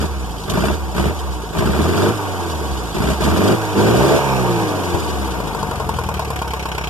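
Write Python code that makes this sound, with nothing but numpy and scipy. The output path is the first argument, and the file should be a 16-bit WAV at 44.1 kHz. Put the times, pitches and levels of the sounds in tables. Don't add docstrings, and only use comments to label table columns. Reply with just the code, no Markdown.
import sys
import numpy as np
from scipy import signal
from scipy.fft import rfft, irfft, next_fast_len
from scipy.io import wavfile
from scipy.ndimage import uniform_filter1d

SR = 44100
rng = np.random.default_rng(int(sys.argv[2]) if len(sys.argv) > 2 else 0)


def generate_wav(signal):
    frames = np.transpose(np.atleast_2d(signal))
    scaled = np.clip(frames, -1, 1) * 32767
    pcm = np.round(scaled).astype(np.int16)
    wavfile.write(sys.argv[1], SR, pcm)


N = 303868
T = np.arange(N) / SR
CRUISE_HZ = 75

# open_s, shut_s, start_speed_hz, top_speed_hz, bark_db, gasp_db, attack_s, release_s
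BLIPS = [(-0.1, 0.06, 68.7, 73.26, -20.5, 10, 0.048, 0.058),
         (0.466, 0.758, 49.4, 73.3, -16.5, 6.5, 0.13, 0.1),
         (0.95, 1.119, 60.81, 75.95, -20.5, 10.5, 0.048, 0.059),
         (1.54, 2.12, 51.27, 106.8, -18, 6, 0.065, 0.064),
         (2.95, 3.135, 51.93, 67.39, -15.5, -3.5, 0.024, 0.027),
         (3.21, 3.549, 68.09, 111.7, -17.5, 3, 0.023, 0.049),
         (3.76, 4.18, 98.94, 148.1, -18.5, 2.5, 0.032, 0.045)]
# start_s, level_db
KNOCKS = [(4.946, -11.5), (5.274, -11), (5.401, -12), (5.471, -12), (5.547, -7.5), (5.627, -9),
          (5.71, -9.5), (5.798, -8), (5.889, -7), (5.986, -8), (6.087, -7), (6.193, -6.5), (6.302, -9),
          (6.416, -8.5), (6.534, -10), (6.654, -9), (6.778, -8)]
# boom_db, bark_db, clatter_db, hiss_db, tick_db
CYLINDERS = [(0, 0, -5, -3, 8), (0, 1.5, -6.5, -3.5, 5.5), (1.5, -1, -5, -2, 11.5), (2.5, 0.5, -6.5, -3, 8)]
# time_s, left_minus_right_db, shaking_db, tick_db, hiss_db
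MIC_VIEW = [(0, -1.5, -33.5, -44, -41), (1.5, -1.5, -32.5, -47.5, -40), (2.3, -1.5, -30, -43, -37.5),
            (2.7, -1.5, -30, -45, -36.5), (4.3, -2.5, -28.5, -35, -36.5), (5.0, 0, -28.5, -40, -34.5),
            (5.7, 3.5, -26, -39.5, -42.5), (6.3, 1, -25.5, -32, -45), (6.89, -0.5, -26.5, -25.5, -49)]
# pitch_hz, level_db
TINKLE_SPECTRUM = [(1500, -23), (4000, -16), (7000, -1), (10000, -4.5), (13500, -3), (14500, 9)]


def amp(db):
    return 10 ** (np.asarray(db) / 20)


def unit_level(x):
    return x / np.sqrt(np.mean(x ** 2) + 1e-20)


def mic_view(column):
    rows = np.array(MIC_VIEW, float)
    return np.interp(T, rows[:, 0], rows[:, column])


def level_at(spectrum, hz):
    pitches, levels = np.transpose(spectrum)
    return np.interp(np.log(hz + 1), np.log(pitches + 1), levels)


def wander(per_s):
    points = rng.standard_normal(int(N / SR * per_s) + 2)
    fine = signal.resample(points, 8 * len(points))
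    return unit_level(np.interp(T, np.linspace(0, T[-1], len(fine)), fine))


def colour(x, spectrum, size=4096):
    log_gain = np.log(amp(level_at(spectrum, abs(np.fft.fftfreq(size, 1 / SR)))))
    taps = np.fft.ifft(np.exp(np.conj(signal.hilbert(log_gain)))).real
    return signal.oaconvolve(x, taps[None], axes=1)[:, :N]


def add(mix, start_s, sound):
    part = mix[round(start_s * SR):][:len(sound)]
    part += sound[:len(part)]


def bursts(rows, rise_s, decay_s):
    ages = ((np.maximum(T - start_s, 0), db) for start_s, db in rows)
    return sum(amp(db) * (1 - np.exp(-age / rise_s)) * np.exp(-age / decay_s) for age, db in ages)


def engine_bay(x, echo_s, echo_db, size=8192):
    # pitch_hz, level_db
    scatter_spectrum = [(50, -2), (130, -4), (300, -3.5), (550, -8), (1100, 4), (3000, 15), (14000, 18.5)]
    t, hz = np.arange(size) / SR, np.fft.rfftfreq(size, 1 / SR)
    tails = rng.standard_normal((3, size)) * amp(-60 * t / echo_s)
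    tails = rfft(tails / np.linalg.norm(tails, axis=1, keepdims=True))
    shared = (1 + amp(echo_db) * tails[0]) / np.hypot(1, amp(echo_db))
    scatter = amp(level_at(scatter_spectrum, hz))
    paths = irfft((shared + scatter * tails[1:]) / np.hypot(1, scatter))
    return signal.oaconvolve(x[None], paths[:, :size // 2], axes=1)[:, :N]


def bay_noise(spectrum, echo_s, echo_db):
    return unit_level(colour(engine_bay(rng.standard_normal(N), echo_s, echo_db), spectrum))


def engine_speed(idle_hz=28.7, drag_hz_per_s=90.7, drag_range_hz=56.3, sag_hz=2.6, ease=.023):
    blips = np.array(BLIPS)
    speed = np.interp(T, blips[:, :2].ravel(), blips[:, 2:4].ravel())
    for open_s, shut_s, start_hz, top_hz, *_ in BLIPS:
        progress = np.clip((T - open_s) / (shut_s - open_s), 0, 1)
        speed -= ease * (top_hz - start_hz) * np.sin(2 * np.pi * progress)
    _, shut_s, _, top_hz, *_ = BLIPS[-1]
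    fade = np.exp(-(T - shut_s) * drag_hz_per_s / drag_range_hz)
    excess = np.sinh((top_hz - sag_hz - idle_hz) / drag_range_hz)
    return np.where(T > shut_s, idle_hz + drag_range_hz * np.arcsinh(excess * fade), speed)


def firing_count():
    count = np.cumsum(engine_speed()) / SR
    knock_s = np.array(KNOCKS)[:, 0]
    nudge = np.unwrap(-np.interp(knock_s, T, count), period=len(CYLINDERS))
    return count + np.interp(T, knock_s, nudge)


def revs():
    return np.log2(engine_speed() / CRUISE_HZ)


def idling():
    return np.clip(-revs(), 0, 1)


def opening(open_s, shut_s, attack_s, release_s, lead_s=0.015, run_on_s=0.028):
    return np.clip(np.minimum((T - open_s + lead_s) / attack_s, (shut_s + run_on_s - T) / release_s), 0, 1)


def airflow(gasp_share=1, gasp_s=0.086, db_per_octave=3.5):
    flow = 0
    for open_s, shut_s, _, _, bark_db, gasp_db, attack_s, release_s in BLIPS:
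        gasp = gasp_share * np.exp(-abs(T - open_s) / gasp_s)
        flow += opening(open_s, shut_s, attack_s, release_s) * amp(bark_db + gasp * gasp_db)
    return flow * amp(db_per_octave * revs())


def load(switch_s=0.043):
    return sum(opening(open_s, shut_s, switch_s, switch_s) for open_s, shut_s, *_ in BLIPS)


def starved(lasts_s=0.31):
    just_shut = sum((T > shut_s) * np.exp(-((T - shut_s) / lasts_s) ** 4) for _, shut_s, *_ in BLIPS)
    return np.minimum(just_shut, 1) * (1 - load()) * np.clip(.5 + revs(), 0, 1)


def shaking_db(db_per_octave=5):
    return mic_view(2) + db_per_octave * revs()


def strokes(count, cylinder_db, noise_share, rise_s, decay_s, fill, uneven_db, echo_s, echo_db):
    firing = np.floor(count).astype(int)
    cylinder = firing % len(CYLINDERS)
    firing -= firing.min()
    speed = engine_speed()
    age = count % 1 / speed
    strength = amp(cylinder_db[cylinder] + uneven_db * rng.standard_normal(N)[firing])
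    pulse = unit_level(np.diff(firing, prepend=firing[0]) / np.sqrt(speed))
    puff = fill * (speed / CRUISE_HZ) ** 0.18 + (1 - np.exp(-age / rise_s)) * np.exp(-age / decay_s)
    puff /= np.sqrt(uniform_filter1d(puff ** 2, size=4096))
    noise = puff * rng.standard_normal(N)
    noise_share = np.clip(noise_share, 0, 1)
    blows = strength * (np.sqrt(1 - noise_share) * pulse + np.sqrt(noise_share) * noise)
    return sum(engine_bay(blows * (cylinder == k), echo_s, echo_db) for k in range(len(CYLINDERS)))


def engine_tones(count, tones, resonances, waver, left_lag_rad, sway_rad, flutter_db):
    speed, out, power = engine_speed(), 0, 0
    count = count + waver * wander(40)
    for multiple, db in tones:
        height = amp(db + level_at(resonances, multiple * speed))
        phase = 2 * np.pi * (multiple * count + rng.random())
        flutter = amp(flutter_db * wander(70))
        left_phase = phase - left_lag_rad - sway_rad * wander(6)
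        out += height * flutter * np.cos([left_phase, phase])
        power += height ** 2 / 2
    return out / np.sqrt(power)


def cooling_fan(level_db=-44, db_per_octave=5):
    # pitch_hz, level_db
    spectrum = [(500, -13), (1400, 24), (2000, -14), (3500, 6), (7000, 10.5), (10000, -4), (14500, -8)]
    return unit_level(colour(rng.standard_normal((2, N)), spectrum)) * amp(level_db + db_per_octave * revs())


def loose_metal(count, ticks_per_s=45, level_db=-44, db_per_octave=-2):
    chance = 5 * (1 - count % 1) ** 4 * ticks_per_s / SR
    ticks = engine_bay((rng.random(N) < chance).astype(float), echo_s=0.032, echo_db=10)
    return unit_level(colour(ticks, TINKLE_SPECTRUM)) * amp(level_db + db_per_octave * revs())


def linkage_clinks():
    # start_s, level_db
    clinks = [(1.547, -25), (2.991, -27), (3.21, -19), (5.198, -27), (5.323, -27), (5.712, -25),
              (6.55, -28)]
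    return bursts(clinks, rise_s=0.0003, decay_s=0.0022) * bay_noise(TINKLE_SPECTRUM, echo_s=0.015, echo_db=0)


def air_hiss(count, waver_db=0.64):
    # pitch_hz, level_db
    spectrum = [(400, -34), (1500, -20), (2400, -6.5), (3000, 8.5), (3700, 7), (4700, 6.5), (5400, 2.5),
                (6700, 4.5), (9000, -1.5), (12000, -2.5), (14500, -34)]
    # start_s, level_db
    rasps = [(0.497, -27), (0.65, -39), (1.58, -26), (1.88, -30), (3.238, -25)]
    surges = strokes(count - .1, np.array(CYLINDERS)[:, 3], noise_share=0.88, rise_s=0.0016,
                     decay_s=0.012, fill=0.36, uneven_db=2.5, echo_s=0.065, echo_db=-13)
    background = amp(mic_view(4) - 1.5 * revs())
    inrush = amp(-17 + 2.5 * revs()) * airflow(gasp_share=.75) + bursts(rasps, rise_s=.002, decay_s=0.014)
    return unit_level(colour(surges, spectrum)) * np.hypot(background, inrush) * amp(waver_db * wander(33))


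def valve_ticks(count, db_per_octave=5):
    # pitch_hz, level_db
    spectrum = [(300, -54), (1150, -21.5), (1500, 17), (1950, 13.5), (2400, 20.5), (3000, 12), (3550, 8.5),
                (4100, 14.5), (4700, 0), (5500, 10), (9000, -6), (14500, -41)]
    clicks = strokes(count, np.array(CYLINDERS)[:, 4], noise_share=0.94, rise_s=0.0015,
                     decay_s=0.0037, fill=0.022, uneven_db=1.5, echo_s=0.1, echo_db=9)
    return unit_level(colour(clicks, spectrum)) * amp(mic_view(3) + db_per_octave * revs())


def tappet_clacks(clack_db=-2, snap_db=-1, snap_spread_db=3.0, rise_s=.001, decay_s=.005):
    # start_s, clack_db, snap_db
    hits = [(5.712, -29, -38), (5.756, -36, -35), (5.891, -27, -28), (5.939, -35, -32), (5.988, -39, -26),
            (6.036, -33, -31), (6.089, -33, -23), (6.14, -25, -29), (6.194, -30, -28), (6.247, -37, -31),
            (6.303, -30, -29), (6.359, -24, -27), (6.389, -23, -30), (6.42, -24, -27), (6.478, -27, -29),
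            (6.506, -29, -38), (6.535, -22, -31), (6.593, -23, -32), (6.626, -23, -29), (6.656, -20, -37),
            (6.688, -30, -36), (6.716, -19, -35), (6.749, -20, -30), (6.781, -14.5, -29), (6.811, -25, -35),
            (6.838, -16, -34), (6.871, -19, -33)]
    # pitch_hz, level_db
    clack_spectrum = [(300, -30), (1100, -19), (1480, 3), (1900, -10), (2500, -6), (3000, 0), (3600, -9.5),
                      (4300, -7), (5500, -19), (9000, -30), (14500, -45)]
    # pitch_hz, level_db
    snap_spectrum = [(800, -19), (3000, -4), (5200, -3), (7000, -5.5), (9000, 2), (13500, -4.5)]
    hits = np.array(hits)
    clack = bursts(hits[:, :2], rise_s, decay_s) * bay_noise(clack_spectrum, echo_s=0.019, echo_db=-3)
    snap = bursts(hits[:, ::2], rise_s, decay_s) * bay_noise(snap_spectrum, echo_s=0.019, echo_db=-3)
    return amp(clack_db) * clack + amp(snap_db + snap_spread_db * wander(20)) * snap


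def block_thumps(count, level_db=-15, pitch_hz=135, rise_s=0.0021, decay_s=0.0035, late_s=.003):
    firing = np.floor(count).astype(int) - int(np.floor(count.min()))
    age = np.maximum(count % 1 / engine_speed() - late_s * rng.random(N)[firing], 0)
    swing = -np.sin(2 * np.pi * pitch_hz * age) * (1 - np.exp(-age / rise_s)) * np.exp(-age / decay_s)
    uneven_db = 2 * rng.standard_normal(N)[firing]
    return swing * idling() * amp(level_db + uneven_db) * amp([[-1], [0]])


def case_rumble(count, level_db=2.5, starved_db=-6, coast_db=-2, idle_db=-3):
    # pitch_hz, level_db
    spectrum = [(30, -37), (90, -10.5), (150, 5.5), (195, 4), (225, -6.5), (280, 1.5), (360, 0), (460, 2.5),
                (540, -6), (700, -15.5), (1500, -45)]
    blows = strokes(count, np.zeros(len(CYLINDERS)), noise_share=0.7 + 0.38 * revs(), rise_s=0.00088,
                    decay_s=0.0031, fill=0.43, uneven_db=0, echo_s=0.07, echo_db=-6)
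    effort_db = starved_db * starved() + coast_db * (0.5 - load()) + idle_db * idling()
    return unit_level(colour(blows, spectrum)) * amp(shaking_db() + level_db + effort_db)


def case_drone(count, level_db=-10, load_db=-9, starved_db=-5, db_per_octave=28):
    # multiple_of_firing_rate, level_db
    tones = [(1.5, 5), (2.5, -14), (3, -1), (3.5, -13), (4, 0), (4.5, -6), (5, -9), (5.5, -9), (6.5, -4),
             (7.5, -7)]
    # pitch_hz, level_db
    resonances = [(100, -16), (135, -8), (165, 4.5), (200, 3.5), (250, -23), (310, 8.5), (340, 8),
                  (385, 0.5), (450, 5.5), (540, 1.5), (760, 5.5), (900, 7), (1300, -3)]
    drone = engine_tones(count, tones, resonances, waver=0.0083, left_lag_rad=0.31, sway_rad=0.24,
                         flutter_db=0.5)
    speed_db = db_per_octave * np.minimum(revs(), .7)
    return drone * amp(mic_view(2) + level_db + speed_db + load_db * load() + starved_db * starved())


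def cover_clatter(count, level_db=1.5):
    # pitch_hz, level_db
    spectrum = [(100, -10.5), (300, -15), (450, 2.5), (530, -2), (620, 0.5), (760, 1), (900, 2),
                (1030, 0.5), (1140, 0.5), (1300, -4.5), (1500, -3.5), (2300, -12.5), (5000, -25.5)]
    blows = strokes(count, np.array(CYLINDERS)[:, 2], noise_share=0.76, rise_s=0.0035,
                    decay_s=.0055, fill=amp(5 * revs()), uneven_db=-0.03, echo_s=0.09, echo_db=2)
    return unit_level(colour(blows, spectrum)) * amp(shaking_db() + level_db)


def cylinder_knocks(rise_s=0.00087, decay_s=0.0019, ring_db=-2, rattle_db=16, detune=0.021, vary_db=2):
    # pitch_hz, level_db, ring_s
    notes = [(453, -11.5, 0.09), (837, -13, 0.056), (930, -9.5, 0.062), (1056, -10.5, 0.052),
             (1406, -22, 0.09)]
    # pitch_hz, level_db
    spectrum = [(50, -27), (150, 1), (300, -4.5), (480, -13.5), (640, -3.5), (800, -7), (950, -1.5),
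                (1070, -8.5), (1250, -23), (1430, -2.5), (1800, -33), (3000, -23), (6000, -24.5),
                (14000, -31.5)]
    blows, ring, age = np.zeros(N), np.zeros(N), np.arange(4096) / SR
    onset = 1 - np.exp(-age / rise_s)
    for start_s, db in KNOCKS:
        for pitch_hz, note_db, ring_s in notes:
            fade = amp(note_db + vary_db * rng.standard_normal() - 60 * age / ring_s)
            hz = pitch_hz * (1 + detune * rng.standard_normal())
            add(ring, start_s, amp(db) * onset * fade * np.sin(2 * np.pi * (hz * age + rng.random())))
        add(blows, start_s, amp(db) * onset * np.exp(-age / decay_s))
    rattle = colour(engine_bay(blows * rng.standard_normal(N), echo_s=0.029, echo_db=28), spectrum)
    return amp(ring_db) * ring + amp(rattle_db) * rattle


def exhaust_pop():
    # start_s, level_db
    pops = [(4.942, -18)]
    # pitch_hz, level_db
    spectrum = [(40, -21), (110, 9), (250, -18), (370, 9), (450, -14), (900, -8.5), (1700, -25),
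                (8000, -38)]
    return 2 * bursts(pops, rise_s=0.0012, decay_s=0.018) * bay_noise(spectrum, echo_s=0.026, echo_db=-22)


def exhaust_boom(count, level_db=0.5, flutter_db=0.63, left_db=-2, load_lag_firings=0.3):
    # multiple_of_firing_rate, level_db
    tones = [(.5, -18.5), (1, 0), (1.5, -12.5), (2, -8), (2.5, -17), (3, -9.5), (4, -14), (5, -11)]
    # pitch_hz, level_db
    silencer = [(20, -51), (38, -56), (50, -10), (58, -1.5), (68, 4), (95, -5), (150, -5.5), (220, -8.5),
                (400, -4.5), (800, -53)]
    # speed_hz, coasting_db, loaded_db
    levels = [(33.2, -30, -32), (42.4, -26.5, -32), (51.7, -34.5, -30.5), (66, -23.5, -20.5),
              (82.6, -27.5, -20), (93, -28, -24.5), (105, -27, -22), (126, -20, -19), (145, -24.5, -27)]
    speed, pull, levels = engine_speed(), load(), np.array(levels)
    throb_db = np.interp(count, np.arange(len(CYLINDERS)), np.array(CYLINDERS)[:, 0], period=len(CYLINDERS))
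    coasting, loaded = amp(level_at(levels[:, :2], speed)), amp(level_at(levels[:, ::2], speed))
    blend = (1 - pull) * coasting + pull * loaded * np.exp(-2j * np.pi * load_lag_firings)
    delayed_count = count + np.unwrap(np.angle(blend)) / (2 * np.pi)
    lag = np.interp(speed, [35, 65, 120], [.5, 1.1, 1.3])
    boom = engine_tones(delayed_count, tones, silencer, waver=.007, left_lag_rad=lag, sway_rad=.3,
                        flutter_db=.7)
    return boom * abs(blend) * amp(level_db + throb_db + flutter_db * wander(25)) * amp([[left_db], [0]])


def intake_bark(count, bark_db=-3, gulp_db=-11, gulp_db_per_octave=-10):
    # pitch_hz, level_db
    bark_spectrum = [(30, -66), (70, 8.5), (125, -6.5), (205, 2.5), (255, -5), (305, 5), (420, 2), (490, 0),
                     (550, -2.5), (620, 1), (730, -8), (960, -7), (1040, -9.5), (1150, -4.5), (1300, -9),
                     (1700, -12.5), (3000, -21.5), (8000, -37)]
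    # pitch_hz, level_db
    gulp_spectrum = [(40, -71), (85, 8), (115, 5), (160, 6), (210, 6.5), (250, -3.5), (305, 2), (500, -6),
                     (1000, -38.5)]
    # multiple_of_firing_rate, level_db
    tones = [(1.5, -6), (2, 1), (2.5, -1), (3, 1), (3.5, -1), (4, -6), (4.5, -3), (5, -6), (5.5, -9)]
    # pitch_hz, level_db
    pipes = [(120, -4), (200, 2.5), (250, -2.5), (300, 3), (350, 4.5), (420, 4.5), (490, 3), (550, 1),
             (650, 2.5), (1000, -13)]
    # speed_hz, level_db
    howl_levels = [(55, -16), (80, -9), (100, 0), (112, 0), (128, -1.5), (145, 0)]
    breaths = strokes(count - .3, np.array(CYLINDERS)[:, 1], noise_share=0.62, rise_s=0.00058,
                      decay_s=0.0056, fill=0.45, uneven_db=-1, echo_s=0.047, echo_db=-9.5)
    bark = unit_level(colour(breaths, bark_spectrum)) * amp(bark_db)
    gulp = unit_level(colour(breaths, gulp_spectrum)) * amp(gulp_db + gulp_db_per_octave * revs())
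    howl = engine_tones(count, tones, pipes, waver=0.019, left_lag_rad=1, sway_rad=1, flutter_db=2)
    howl *= amp(level_at(howl_levels, engine_speed()))
    return (bark + gulp + howl) * airflow()


def scene():
    count = firing_count()
    body = case_rumble(count) + block_thumps(count) + cover_clatter(count) + case_drone(count)
    taps = valve_ticks(count) + tappet_clacks() + cylinder_knocks() + loose_metal(count)
    exhaust = exhaust_boom(count) + exhaust_pop()
    air = intake_bark(count) + air_hiss(count) + cooling_fan()
    return body + taps + exhaust + air + linkage_clinks()


def record(dry, spacing_s=.000483, ceiling=.95, top_hz=14300):
    # pitch_hz, left_minus_right_db
    balance = [(60, 2), (300, 1), (600, 1), (2000, -1), (4500, 2), (7000, -1.5), (13000, -3.5)]
    # pitch_hz, level_db
    crossfeed = [(50, -68), (300, -70), (600, -10.5), (1000, -2), (2100, -2.5), (3100, -6), (4200, -3.5),
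                 (6200, -9.5), (8300, -13.5), (14000, -29)]
    size = next_fast_len(N)
    sides, hz = np.array([[.5], [-.5]]), np.fft.rfftfreq(size, 1 / SR)
    mics = rfft(dry * amp(sides * mic_view(1)), size) * amp(sides * level_at(balance, hz))
    feed = amp(np.minimum(level_at(crossfeed, hz), 0))
    other_delayed = np.exp(-2j * np.pi * hz * spacing_s) * mics[::-1]
    wide = irfft((mics - feed * other_delayed) / np.hypot(1, feed), size)[:, :N]
    rounded = wide / (1 + (wide / ceiling) ** 6) ** (1 / 6)
    treble_cut = signal.firwin(511, top_hz, window=("kaiser", 9), fs=SR)
    return signal.oaconvolve(rounded, treble_cut[None], "same")


dry = scene()
out = record(dry)
generate_wav(out)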